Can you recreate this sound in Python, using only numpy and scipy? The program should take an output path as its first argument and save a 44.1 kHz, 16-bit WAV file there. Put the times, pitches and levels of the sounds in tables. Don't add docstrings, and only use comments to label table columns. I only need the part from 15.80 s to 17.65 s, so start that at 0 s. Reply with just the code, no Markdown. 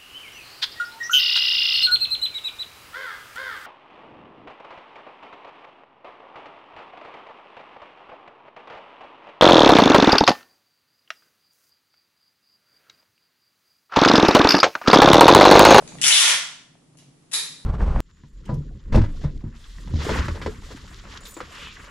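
import sys
import numpy as np
from scipy import signal
from scipy.fft import rfft, irfft, next_fast_len
from scipy.io import wavfile
from scipy.ndimage import uniform_filter1d

SR = 44100
rng = np.random.default_rng(int(sys.argv[2]) if len(sys.argv) > 2 else 0)


def persist_wave(psi):
    counts = np.round(np.clip(psi, -1, 1) * 32767).astype(np.int16)
    wavfile.write(sys.argv[1], SR, np.atleast_2d(counts).T)


def to_linear_factor(level_db):
    exponent = np.asarray(level_db, float) / 20
    return 10 ** exponent


N = 81585
T = np.arange(N) / SR


def long_pull():
    # start_s, level_db, slips_per_s, ring_share (0-1), ring_hz, flap_db
    pull_path = [
        (.223, -34.5, 400, 0.07, 2820, -33),
        (.251, -23.5, 800, 0, 3080, -25),
        (.286, -7.5, 2100, 0, 2778, -19),
        (.321, -9, 3800, 0.36, 3360, -28),
        (.381, -7, 11000, 0.34, 3290, -26),
        (.431, -8, 4000, 0.02, 3160, -16.5),
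        (.481, -12, 2600, 0.17, 3090, -14),
        (.511, -19, 2000, 0.06, 3200, -11.5),
        (.541, -31, 3000, 0.6, 3100, -18),
    ]
    # start_s, level_db, ring_share (0-1)
    first_slips = [
        (.2151, -15.5, .05),
        (.2205, -14.5, 0),
        (.232, -18, .4),
        (.2395, -11, .8),
        (.2445, -8, 0.1),
        (.259, -17.5, .6),
        (.266, -5, .2),
        (.2695, -3.5, 0),
    ]
    # pitch_hz, level_db (per Hz)
    crack_colour = [(250, -55), (600, -31), (1300, -18.5), (2100, -3.5), (4200, -7.5), (5800, 3),
                    (7500, -0.5), (10500, -0.5)]
    ring_width_hz = 700
    lone = slips(first_slips, crack_colour, 3050, ring_width_hz)
    return rasp(pull_path, crack_colour, ring_width_hz) + lone


def short_snap():
    # start_s, level_db, slips_per_s, ring_share (0-1), ring_hz, flap_db
    snap_path = [
        (1.514, -44, 4500, 0.3, 3800, -30.5),
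        (1.53, -37, 720, 0, 3800, -4),
        (1.533, -21, 6000, 0.15, 3900, -22.5),
        (1.545, -19.5, 8900, 0.33, 3900, -21.5),
        (1.57, -28, 1700, 0.4, 3900, -34.5),
        (1.6, -43, 500, 0.6, 3900, 7),
    ]
    # start_s, level_db, ring_share (0-1)
    snap_slips = [
        (1.5143, -18, .03),
        (1.517, -23, .05),
        (1.5195, -16, .03),
        (1.525, -24, .1),
        (1.529, -23, .3),
        (1.5319, -7, .03),
        (1.5353, -2, .02),
        (1.5385, -10, .1),
        (1.5426, -7, .1),
        (1.8, -33, .1),
    ]
    # pitch_hz, level_db (per Hz)
    crack_colour = [(250, -12), (450, -11.5), (700, -17), (1000, -10.5), (3000, -4.5), (4600, -2.5),
                    (7500, -2), (10300, 2.5)]
    ring_width_hz = 330
    lone = slips(snap_slips, crack_colour, 3850, ring_width_hz)
    return rasp(snap_path, crack_colour, ring_width_hz) + lone


def peels():
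    # start_s, level_db, pitch_hz, width_hz
    peel_list = [
        (.076, -44, 6440, 1500),
        (0.077, -47, 2400, 1500),
        (.185, -43, 2238, 764),
        (1.1723, -40.5, 10140, 5000),
        (1.172, -40, 6000, 7900),
        (1.187, -39.5, 3037, 5030),
    ]
    puffs = [resonate(bursts([s], [db], 0.014), hz, width_hz) for s, db, hz, width_hz in peel_list]
    return sum(puffs)


def rasp(rows, spectrum, width_hz):
    s, *columns = np.transpose(rows)
    db, rate, share, hz, flap_db = [np.interp(T, s, c) for c in columns]
    share = np.clip(share, 0, 1)
    size_spread_db, slip_t60_s = 4.0, .004
    sizes = to_linear_factor(size_spread_db * np.minimum(rng.exponential(1, N), 4))
    born = sizes * (rng.random(N) < rate / SR) / np.sqrt(rate / 1000)
    dying = signal.lfilter([1], [1, -to_linear_factor(-60 / (slip_t60_s * SR))], born + 1e-18)
    slip = rms_one(dying * rng.standard_normal(N))
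    slip = slip * to_linear_factor(db + 0.5 * drift(57.0)) * ((T > s[0]) & (T < s[-1]))
    crack = colour(slip * np.sqrt(1 - share), spectrum)
    ring = glide(slip * np.sqrt(share), hz, width_hz)
    flap_hz = 1015
    flap = resonate(resonate(slip * to_linear_factor(flap_db), flap_hz, 3000), flap_hz, 3600.0)
    return crack + ring + flap


def slips(rows, spectrum, hz, width_hz):
    s, db, share = np.transpose(rows)
    share = np.clip(share, .01, .99)
    slip_t60_s = .008
    crack = bursts(s, db + 10 * np.log10(1 - share), slip_t60_s)
    ring = bursts(s, db + 10 * np.log10(share), slip_t60_s)
    return colour(crack, spectrum) + resonate(ring, hz, width_hz)


def bursts(s, db, t60):
    starts = np.zeros(N)
    np.add.at(starts, (np.array(s) * SR).astype(int), to_linear_factor(np.array(db)))
    dying = signal.lfilter([1], [1, -to_linear_factor(-60 / (t60 * SR))], starts + 1e-18)
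    return dying * rng.standard_normal(N)


def resonate(x, hz, width_hz):
    r = np.exp(-np.pi * width_hz / SR)
    poles = [1, -2 * r * np.cos(2 * np.pi * hz / SR), r * r]
    return np.sqrt((1 - r * r) / 2) * signal.lfilter([1, 0, -1], poles, x + 1e-18)


def glide(x, hz, width_hz):
    r, out, state = np.exp(-np.pi * width_hz / SR), np.zeros(N), np.zeros(2)
    block = 128
    for i in range(0, N, block):
        poles = [1, -2 * r * np.cos(2 * np.pi * hz[i] / SR), r * r]
        out[i:i + block], state = signal.lfilter([1, 0, -1], poles, x[i:i + block] + 1e-18, zi=state)
    return np.sqrt((1 - r * r) / 2) * out


def colour(x, spectrum):
    gain = rms_one(to_linear_factor(at_hz(spectrum, np.fft.rfftfreq(N, 1 / SR))))
    return irfft(rfft(x) * gain, N)


def at_hz(points, hz):
    table_hz, values = np.array(points)[:, 0], np.array(points)[:, 1]
    return np.interp(np.log(hz + 1), np.log(table_hz), values)


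def rms_one(x):
    return x / np.sqrt(np.mean(x ** 2) + 1e-20)


def drift(rate):
    r = np.exp(-2 * np.pi * rate / SR)
    wander = signal.lfilter([1], [1, -2 * r, r * r], rng.standard_normal(N + SR))
    return rms_one(wander[SR:])


def from_left(x):
    left_db, lag_s, shadow_hz = 3, .00006, 7000
    late = np.interp(T - lag_s, T, x)
    dull = signal.lfilter(*signal.butter(1, shadow_hz, fs=SR), late)
    return np.array([x * to_linear_factor(left_db), dull * to_linear_factor(-left_db)])


def room(x):
    # pitch_hz, t60_s
    echo_t60 = [(250, 0.59), (1000, 0.58), (3000, 0.52), (6000, 0.54), (11000, 0.39)]
    echo_db, rise_s, alike_hz = 5, 0.002, 1500
    t, echo = np.arange(SR) / SR, 0
    edges = 180 * 2 ** np.arange(0, 6.6, .5)
    white = rng.standard_normal((2, 2, SR))
    for k, (low, high) in enumerate(zip(edges, edges[1:])):
        band = signal.butter(2, [low, high], "band", fs=SR, output="sos")
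        mid, side = signal.sosfilt(band, white[k % 2])
        alike = 1 / (1 + (low / alike_hz) ** 2)
        dying = to_linear_factor(-60 * t / at_hz(echo_t60, np.sqrt(low * high))) * (1 - np.exp(-t / rise_s))
        echo = echo + dying * (np.sqrt(1 + alike) * mid + np.sqrt(1 - alike) * side * [[1], [-1]])
    echo = echo / np.sqrt(np.sum(echo ** 2) / 2)
    size = next_fast_len(N + SR)
    return to_linear_factor(echo_db) * irfft(rfft(echo, size) * rfft(x, size), size)[:, :N]


def lens_ticks():
    # start_s, level_db
    tick_list = [
        (0.023, -57.5),
        (0.091, -62.5),
        (0.121, -57),
        (0.153, -57.5),
        (0.953, -56.5),
        (1.021, -63.5),
        (1.152, -60),
        (1.224, -56),
    ]
    s, db = np.transpose(tick_list)
    tick_hz = 556
    return 5.0 * resonate(resonate(bursts(s, db, 0.016), tick_hz, 233), tick_hz, 1790.0)


def hum():
    # start_s, level_db
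    swell = [(0, 1), (.14, -0.5), (.6, 1.5), (.9, 5), (1.06, -0.5), (1.15, 8), (1.35, 4.5), (1.45, -0.5),
             (1.62, -2.5), (1.7, 2.5), (1.85, 0)]
    hum_hz, overtone_hz = 149, 260.7
    low = rms_one(resonate(resonate(rng.standard_normal(N), hum_hz, 24), hum_hz, 70.0))
    high = rms_one(resonate(resonate(rng.standard_normal(N), overtone_hz, 40.0), overtone_hz, 120.0))
    lumps_db = 1.5 * drift(7.0)
    return to_linear_factor(-46.5 + np.interp(T, *np.transpose(swell)) + lumps_db) * (low + to_linear_factor(-6.5) * high)


def air():
    # pitch_hz, level_db (per Hz)
    air_colour = [(30, -10), (120, -9.5), (290, -5), (700, -13.5), (1500, -21), (5000, -24), (10500, -23.5)]
    # pitch_hz, likeness (0-1)
    likeness = [(60, 0.63), (350, 0.25), (1500, 0.11), (4000, 0.015)]
    alike = np.clip(at_hz(likeness, np.fft.rfftfreq(N, 1 / SR)), 0, 1)
    mid, side = [rfft(colour(v, air_colour)) for v in rng.standard_normal((2, N))]
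    both = np.sqrt(1 + alike) * mid + np.sqrt(1 - alike) * side * [[1], [-1]]
    return to_linear_factor(-45) * rms_one(irfft(both, N))


def scene():
    tape = long_pull() + short_snap() + peels()
    low_cut = signal.butter(6, 325, "high", fs=SR, output="sos")
    tape = signal.sosfilt(low_cut, tape)
    sway = 2 * np.pi * 9.0 * T
    echoes = room(tape * np.cos(sway)) + room(tape * np.sin(sway))
    return to_linear_factor(6.0) * (from_left(tape) + echoes) + air() + hum() + lens_ticks()


def duck(x, from_db, share, attack_s, recover_db_per_s):
    level_db = 10 * np.log10(uniform_filter1d(np.mean(x ** 2, axis=0), size=1024) + 1e-12)
    over = share * np.maximum(level_db - from_db, 0)
    held = np.maximum.accumulate(over + recover_db_per_s * T) - recover_db_per_s * T
    r = np.exp(-1 / (attack_s * SR))
    return x * to_linear_factor(-signal.lfilter([1 - r], [1, -r], held))


def band_limit(x):
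    return signal.sosfilt(signal.butter(12, 12320, fs=SR, output="sos"), x)


def record(dry):
    x = duck(dry, from_db=-23, share=0.54, attack_s=0.1, recover_db_per_s=3.96)
    x = duck(x, from_db=-13.5, share=.85, attack_s=.01, recover_db_per_s=240)
    clip_top = .9
    x = x / (1 + (x / clip_top) ** 8) ** (1 / 8)
    top_cut = signal.ellip(10, .5, 55, 11120, fs=SR, output="sos")
    x = signal.sosfilt(top_cut, x)
    return band_limit(x)


dry = scene()
out = record(dry)
persist_wave(out)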